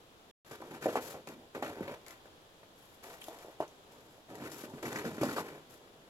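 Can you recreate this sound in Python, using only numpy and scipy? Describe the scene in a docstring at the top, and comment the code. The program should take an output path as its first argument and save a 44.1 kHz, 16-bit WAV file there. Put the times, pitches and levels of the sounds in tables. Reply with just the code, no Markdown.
"""A steel trailer in quiet open country: a few metres away, someone pulls cardboard boxes out of it.
The boards stick and slip over the gritty bed, so panels rumble, edges rasp and paper faces hiss.
Hollow panels knock, edges tick and squeak, and the steel walls throw the body of the sound back
within milliseconds. Soft outdoor air lies behind; near the start everything drops out briefly."""
import sys
import numpy as np
from scipy import signal
from scipy.fft import rfft, irfft, next_fast_len
from scipy.io import wavfile
from scipy.ndimage import uniform_filter1d

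SR = 44100
rng = np.random.default_rng(int(sys.argv[2]) if len(sys.argv) > 2 else 0)


def transcribe(signal):
    """Save signal, clipped to [-1, 1], as a 16-bit WAV file at the path in sys.argv[1]."""
    frames = np.atleast_2d(signal).T
    limited = np.clip(frames, -1, 1)
    pcm = np.round(limited * 32767).astype(np.int16)
    wavfile.write(sys.argv[1], SR, pcm)


N = 268701
TIME = np.arange(N) / SR

# Cardboard slides: a sheet is gathered, a flat box dragged out, both put down, an open box pulled.
# Each row: start in seconds, length in seconds, rumble, rasp and hiss in dB, panel pitch in Hz.
STROKES = [ (0.455, 0.073, -61, -59.5, -65, 451.6), (0.509, 0.02, -45, -47, -54.5, 453.6),
           (0.589, 0.1031, -49, -59, -67, 400.3), (0.703, 0.061, -45, -52.5, -61.5, 329.5),
           (0.806, 0.1238, -44.5, -45.5, -54, 452.1), (.91, 0.077, -42.5, -56, -54.5, 498),
           (1.0, 0.1302, -48, -51.5, -51.5, 500), (1.136, 0.0399, -45.5, -57, -79, 451.1),
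           (1.268, 0.0502, -47, -53.5, -63, 298.9), (1.327, 0.1183, -55, -71, -89, 269.2),
           (1.547, 0.0417, -40, -53, -63, 450.4), (1.619, 0.1, -42, -46.5, -58.5, 470.2),
           (1.748, 0.1357, -44.5, -52, -71, 419), (1.872, 0.059, -42, -47.5, -71, 525.2),
           (2.06, 0.076, -57.5, -54.5, -70, 551.9), (2.749, 0.214, -72, -67, -69.5, 701.4),
           (3.022, 0.13, -51.5, -53.5, -57, 722.5), (3.195, 0.11, -60.5, -62, -61.5, 702.9),
           (3.301, 0.068, -50.5, -57.5, -61, 695.5), (3.38, 0.1413, -56, -61, -64, 719.2),
           (3.866, .31, -60.5, -68, -69.5, 499.9), (4.28, 0.1864, -46.5, -57, -65, 330),
           (4.402, 0.077, -43.5, -48, -57, 344.2), (4.495, .14, -49.5, -52, -53.5, 381.9),
           (4.664, 0.13, -49.5, -70, -64, 387.7), (4.823, 0.0571, -38, -43, -49.5, 372.8),
           (4.897, 0.1226, -40.5, -44, -54.5, 299.7), (5.039, 0.0413, -37, -46, -52.5, 431.3),
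           (5.096, 0.076, -45, -54.5, -58.5, 219.2), (5.194, .14, -37.5, -43, -48.5, 249.7),
           (5.358, 0.0426, -36, -41, -46.5, 396.9), (5.432, 0.14, -47.5, -53, -65.5, 444.6),
           (5.692, 0.068, -59, -62, -62, 438.4), (5.748, 0.45, -62.5, -70, -81, 439.7)]
# Bending modes of the boxes. Each row: pitch in Hz, width in Hz, gain in dB.
PANEL_MODES = [(154, 38, 3), (268, 20, -5.5), (343, 86, -6.5), (469, 20, 3), (605.7, 16, 5),
               (787, 55, -4.5), (1021, 58, 2), (1327, 80, -3), (1750, 140, -5.5), (2350, 260, -9.5)]
# Tone curves of the sliding board. Each row: frequency in Hz, gain in dB.
RUMBLE_EQ = [(40, -12.5), (100, -3.5), (180, -2.5), (330, 4), (560, 1.5), (900, -3), (1400, -34.5),
             (3000, -43.5)]  # shaking panels
RASP_EQ = [(300, -21.5), (650, -14.5), (1000, -4.5), (1500, -0.5), (2100, -2.5), (3000, -5), (4500, -11),
           (8000, -18)]  # scraping edges
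HISS_EQ = [(1200, -18.5), (3000, -0.5), (5000, -1), (7000, -1.5), (9200, -6.5), (12000, -5.5), (15500, -15)]  # paper fibres
SHEEN_EQ = [(3000, -16.5), (8000, -6.5), (13500, -3), (16000, -6)]  # paper that glides lightly
# Hollow knocks. Each row: start in seconds, level in dB, pitch in Hz, crack in dB against the thump.
KNOCKS = [(0.6231, -48, 830, -20), (0.8584, -28, 557, -33), (0.8678, -31.5, 566, -23),
          (.888, -37, 500, -10), (.956, -30, 802, -12), (.968, -34, 515, -7.5), (1.143, -45, 560, -13),
          (1.273, -47, 700, -9), (1.549, -46, 594, 0), (1.625, -35, 602, -6), (1.808, -36.5, 371, -25),
          (2.256, -57, 710, -5), (2.631, -58.5, 620, -5), (3.283, -43, 648, -17), (3.447, -49, 620, -24),
          (3.483, -50.5, 570, -22), (3.6034, -30.5, 668, -20.5), (3.624, -46, 850, -6.5),
          (4.18, -57, 570, -22), (4.638, -44, 443, -8), (4.737, -45, 272, -15.5), (4.781, -55, 507, 0),
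          (4.829, -52, 470, -16), (5.06, -37, 235, -11), (5.181, -43.5, 423, -5), (5.2146, -30, 286, -15),
          (5.232, -29.5, 577, -16), (5.283, -43, 229, -12), (5.383, -37, 880, -23)]
# Edges juddering on board or steel. Each row: start in seconds, level in dB, pitch in Hz.
SQUEAKS = [(3.2134, -49, 3050), (4.457, -59, 2580), (4.854, -45, 2086), (4.925, -53, 1630),
           (4.957, -41, 1760), (5.049, -46, 1550), (5.231, -44, 1234), (5.288, -44.5, 1508),
           (5.309, -48, 1460), (5.365, -42, 1383), (5.38, -43.5, 1185)]
# Edges and grit that catch and snap. Each row: start in seconds, level in dB, ring in Hz.
TICKS = [(0.515, -57, 1894), (1.273, -53, 2480), (1.288, -54, 2680), (1.6249, -66, 1870),
         (2.0644, -55, 2230), (2.0822, -54, 2220), (2.1076, -53.5, 2102), (3.2411, -52.5, 3440),
         (3.2842, -55.5, 3560), (3.3872, -58.5, 3200), (3.609, -55, 2950), (3.679, -62, 6000),
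         (4.354, -56.5, 1900), (4.5173, -51.5, 5440), (4.8289, -53, 2100), (4.9292, -48.5, 1810),
         (4.9867, -50.5, 1800), (5.2344, -46.5, 4900)]
# Early reflections off the bed and walls. Each row: delay in seconds, linear gain.
REFLECTIONS = [(.0041, 0.076), (.0125, 0.11), (0.0213, .2)]
# Tone curve of the open air. Each row: frequency in Hz, gain in dB.
COUNTRY_EQ = [(25, -6.5), (60, -4.5), (140, -2.5), (250, -0.5), (470, 3), (800, -3.5), (1300, -10.5),
              (2100, -15), (3400, -7.5), (4500, -15.5), (6500, -20.5), (9000, -25), (12000, -27.5),
              (15500, -37)]
# The two microphone ports. Each row: frequency in Hz, left and right gain in dB, likeness from 0 to 1.
MIC_PORTS = [(105, 1.5, 3, .998), (505, -1, -1, 0.95), (1010, 1, 0.5, 0.99), (1840, 3, -2, 0.83),
             (3120, -4, -1.5, 0.02), (4430, -1.5, -2, 0.08), (4940, -0.5, -0.5, 0.03),
             (5880, 1, -6.5, 0.03), (7480, 5.5, -15.5, 0.85), (8860, -3, -12.5, 0.53), (11340, 9, -14, 0.1),
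             (16200, -5, -10, 1)]

GRIP_SHARE, SAG_DB, RELEASE_T60_S = 0.16, -2.5, 0.21  # a stroke's build-up, easing and tail
STIFF_HZ = (450, 696)  # panels lose their bass as their pitch climbs through this range
FLAP_T60_S = 0.13  # chatter of loose flaps after a knock
RING_DB, RING_WIDTH_SHARE = -4, 0.071  # a struck panel sings briefly at its own pitch
COUNTRY_DB, MIC_HISS_DB = -60.5, -74.5
RIGHT_LEAD_S, TOP_HZ = 0.00019, 15850
DROPOUT_START_S, DROPOUT_END_S = .312, .448


def sliding():
    """Stick and slip shakes panels, rasps edges and crackles fibres: a mono body and a stereo hiss."""
    rumble_gain, rasp_gain, hiss_gain, pitch_hz = stroke_envelopes()
    catches = slips(per_s=750, spread_db=4)
    grit = slips(per_s=2500, spread_db=11)
    board = panel(catches + .5 * grit, direct=0.98)
    board = varispeed(board, 1 + .07 * drift(7))  # bending and a shifting grip let the modes wander
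    rumble = panel_rumble(board, catches, pitch_hz)
    judder = unit(undb(2.24 * drift(130)))
    rasp = even_out(colour(board, RASP_EQ), window_s=0.025) * judder
    lightness = hiss_gain / (hiss_gain + rumble_gain + 1e-9)
    hiss = paper_hiss(catches, lightness) * judder
    return rumble * rumble_gain + rasp * rasp_gain, hiss * hiss_gain


def stroke_envelopes():
    """Gains of rumble, rasp and hiss over all strokes, and the pitch of the panel that is rubbing."""
    power = np.zeros((3, N))
    for start_s, length_s, *levels_db, _ in STROKES:
        pressure = push(length_s)
        for track, db in zip(power, levels_db):
            add(track, start_s, (undb(db) * pressure) ** 2)
    starts, lengths, *_, pitches = np.transpose(STROKES)
    pitch_hz = np.interp(TIME, starts + lengths / 2, pitches)
    return (*np.sqrt(power), pitch_hz)


def push(length_s):
    """Pressure of one stroke: it grips, eases as the board comes free, and lets go."""
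    t = np.arange(int((length_s + RELEASE_T60_S) * SR)) / SR
    grip = np.minimum(t / (GRIP_SHARE * length_s), 1)
    eased_db = SAG_DB * np.minimum(t / length_s, 1)
    released_db = -60 * np.maximum(t - length_s, 0) / RELEASE_T60_S
    return grip * undb(eased_db + released_db)


def panel_rumble(board, catches, pitch_hz):
    """The shaken board booms at its gliding pitch; the stiffer the panel, the thinner its bass."""
    mean_hz = pitch_hz.mean()
    hollow = resonate(resonate(catches, mean_hz, 0.5 * mean_hz), mean_hz, mean_hz)
    hollow = unit(varispeed(hollow, pitch_hz / mean_hz))
    limp = unit(colour(board, RUMBLE_EQ))
    stiff = unit(colour(limp, [(150, -17), (450, -1.5)]))
    stiffness = np.interp(pitch_hz, STIFF_HZ, [0, 1])
    return even_out((1 - stiffness) * limp + stiffness * stiff + 0.86 * hollow, window_s=0.017)


def paper_hiss(catches, lightness):
    """Fibres crackle on their own and at every catch; the lighter the stroke, the brighter they sound."""
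    fibres = [slips(per_s=3500, spread_db=5) + .45 * catches for _ in range(2)]
    sheen = 10 * np.minimum(lightness, .46) ** 3
    return np.array([unit(colour(f, HISS_EQ)) + sheen * unit(colour(f, SHEEN_EQ)) for f in fibres])


def slips(per_s, spread_db):
    """Friction lets go at random moments, in clicks of unequal size."""
    happens = rng.random(N) < per_s / SR
    size = undb(spread_db * np.clip(rng.standard_normal(N), -2, 2))
    return unit(happens * size * rng.choice([-1, 1], N))


def panel(force, direct):
    """A force heard directly and through the bending modes of the board."""
    return direct * force + sum(undb(db) * resonate(force, hz, width) for hz, width, db in PANEL_MODES)


def knocks():
    """Each blow thumps a heavily damped panel, wakes the box modes and cracks at the edge."""
    out, t = np.zeros(N), np.arange(SR // 5) / SR
    for start_s, db, hz, crack_db in KNOCKS:
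        force = panel(blow(t, FLAP_T60_S, chatter=.05), direct=2.5)
        # the soft contact passes little far above the panel's pitch
        thump = colour(force, [(0.16 * hz, -21), (0.43 * hz, -12), (0.41 * hz, -3), (hz, 0),
                               (1.406 * hz, -4), (1.95 * hz, -25), (5 * hz, -48)])
        thump = thump + undb(RING_DB) * resonate(thump, hz, RING_WIDTH_SHARE * hz)
        edge_force = blow(t, FLAP_T60_S, chatter=0.11)
        crack = colour(edge_force, [(500, -35), (1200, 8), (2900, 1), (5000, -8.5), (15000, -20)])
        add(out, start_s, at_level(thump, db) + at_level(crack, db + crack_db))
    return out


def blow(t, t60_s, chatter):
    """One sharp contact with a tail of dying chatter."""
    force = chatter * rng.standard_normal(len(t)) * undb(-60 * t / t60_s)
    force[0] += 1
    return force


def squeaks():
    """For a few hundredths of a second an edge's slips fall into a rough, nearly regular rhythm."""
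    out, t = np.zeros(N), np.arange(SR // 20) / SR
    swell = t * np.exp(-t / 0.0029)
    for start_s, db, hz in SQUEAKS:
        wobble = unit(uniform_filter1d(rng.standard_normal(len(t)), size=24))
        phase = 2 * np.pi * np.cumsum(hz * (1 + 0.17 * wobble)) / SR
        tone = np.sin(phase) + 0.063 * np.sin(2 * phase) + 0.35 * np.sin(3 * phase)
        add(out, start_s, at_level(swell * tone, db))
    return out


def ticks():
    """An edge lets go and rings briefly: a bright snap of breaking fibres, then a thinner rustle."""
    out, t = np.zeros(N), np.arange(SR // 12) / SR
    for start_s, db, hz in TICKS:
        force = blow(t, t60_s=0.013, chatter=0.94) + blow(t, t60_s=0.17, chatter=0.23)
        ring = 3 * resonate(force, hz, 0.095 * hz)
        add(out, start_s, at_level(colour(force, HISS_EQ) + ring, db))
    return out


def trailer(x, scatter_db, t60_s):
    """The steel walls add a few close reflections and a short, darkened tail."""
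    t = np.arange(SR // 3) / SR
    response = rng.standard_normal(len(t)) * undb(-60 * t / t60_s) * (t > .006)
    response *= undb(scatter_db) / np.linalg.norm(response)
    for delay_s, gain in REFLECTIONS:
        add(response, delay_s, np.array([gain]))
    echoes = signal.oaconvolve(x, response)[:N]
    return x + colour(echoes, [(1200, -2), (5000, -0.5), (14000, -26)])


def from_the_right(x, taps=256):
    """Sound reaches the right port first; its treble scatters round the case differently to each."""
    length = next_fast_len(N + taps)
    hz = np.arange(length // 2 + 1) * SR / length
    port_hz, _, _, likeness = np.transpose(MIC_PORTS)
    alike = np.clip(on_log_axis(hz, port_hz, likeness), 0, 1)
    channels = []
    for delay_s in (RIGHT_LEAD_S, 0):
        scatter = rfft(rng.standard_normal(taps), length) / np.sqrt(taps)
        path = np.sqrt(alike) + np.sqrt(1 - alike) * scatter
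        # scattering turns the phase far more than it changes the level
        path *= np.sqrt(1.1 / (np.abs(path) ** 2 + .1))
        delay = np.exp(-2j * np.pi * hz * delay_s)
        channels.append(irfft(rfft(x, length) * path * delay, length)[:N])
    return np.array(channels)


def country_air():
    """A soft, gently wavering bed of open air, centred in the bass and wide above it."""
    mid, side = [unit(colour(rng.standard_normal(N), COUNTRY_EQ)) for _ in range(2)]
    side = colour(side, [(40, -1), (120, -15), (500, -9.5), (1200, 2), (3000, 0.5)])
    return np.array([mid + side, mid - side]) * undb(COUNTRY_DB + .7 * drift(5))


def undb(db):
    """Decibels to linear gain."""
    return 10 ** (np.asarray(db) / 20)


def unit(x):
    """Scale to rms 1."""
    return x / np.sqrt(np.mean(x ** 2))


def at_level(x, db):
    """Scale a hit so that its energy, spread over 20 ms, has this level."""
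    return x * undb(db) * np.sqrt(SR / 50 / np.sum(x ** 2))


def even_out(x, window_s):
    """Ride the short-time level towards 1, leaving the grain."""
    return x / np.sqrt(uniform_filter1d(x ** 2, int(window_s * SR)) + 0.15 * np.mean(x ** 2))


def add(track, at_s, x):
    """Mix x into the track at a time."""
    i = int(at_s * SR)
    track[i:i + len(x)] += x[:len(track) - i]


def on_log_axis(hz, points_hz, values):
    """Join points by straight lines over log frequency."""
    return np.interp(np.log(hz + 1), np.log(points_hz), values)


def colour(x, points, size=2048):
    """Minimum-phase EQ through points of frequency in Hz and gain in dB."""
    hz = np.arange(size // 2 + 1) * SR / size
    log_gain = np.log(undb(on_log_axis(hz, *np.transpose(points))))
    cepstrum = irfft(log_gain)[:size // 2]
    cepstrum[1:] *= 2
    response = irfft(np.exp(rfft(cepstrum, size)))
    return signal.oaconvolve(x, response)[:len(x)]


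def resonate(x, hz, width_hz):
    """One resonance, gain 1 at its centre."""
    return signal.lfilter(*signal.iirpeak(hz, hz / width_hz, fs=SR), x)


def drift(per_s):
    """Random wander at rms 1, gliding to a new value this many times a second."""
    step = int(SR / per_s)
    stairs = np.repeat(rng.standard_normal(N // step + 1), step)
    return unit(uniform_filter1d(stairs, step)[:N])


def varispeed(x, speed):
    """Loop a steady texture at a changing speed, so that its resonances move."""
    return np.interp(np.cumsum(speed) % N, np.arange(N), x)


def scene():
    """The boxes sound in the trailer, with dry hiss and ticks on top and open air behind."""
    body, hiss = sliding()
    boxes = trailer(body + knocks() + squeaks(), scatter_db=-14, t60_s=.22)
    # the boxes carry almost no deep bass below about 70 Hz
    boxes = signal.sosfilt(signal.butter(3, 72, "highpass", fs=SR, output="sos"), boxes)
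    # the short waves of hiss and ticks differ at the two ports, so each side gets its own
    return from_the_right(boxes) + hiss + np.array([ticks(), ticks()]) + country_air()


def record(dry):
    """Each port adds its colour and a faint hiss; the sound drops out once, briefly; the top is cut."""
    ports = np.array(MIC_PORTS)
    wet = np.array([colour(dry[c], ports[:, [0, c + 1]]) for c in range(2)])
    wet += undb(MIC_HISS_DB) * rng.standard_normal((2, N))
    live = (TIME < DROPOUT_START_S) | (TIME > DROPOUT_END_S)
    gate = np.maximum(uniform_filter1d(live.astype(float), size=64), undb(-101.5))
    high_cut = signal.ellip(10, .2, 70, TOP_HZ, fs=SR, output="sos")
    return signal.sosfilt(high_cut, wet * gate)


dry = scene()
out = record(dry)
transcribe(out)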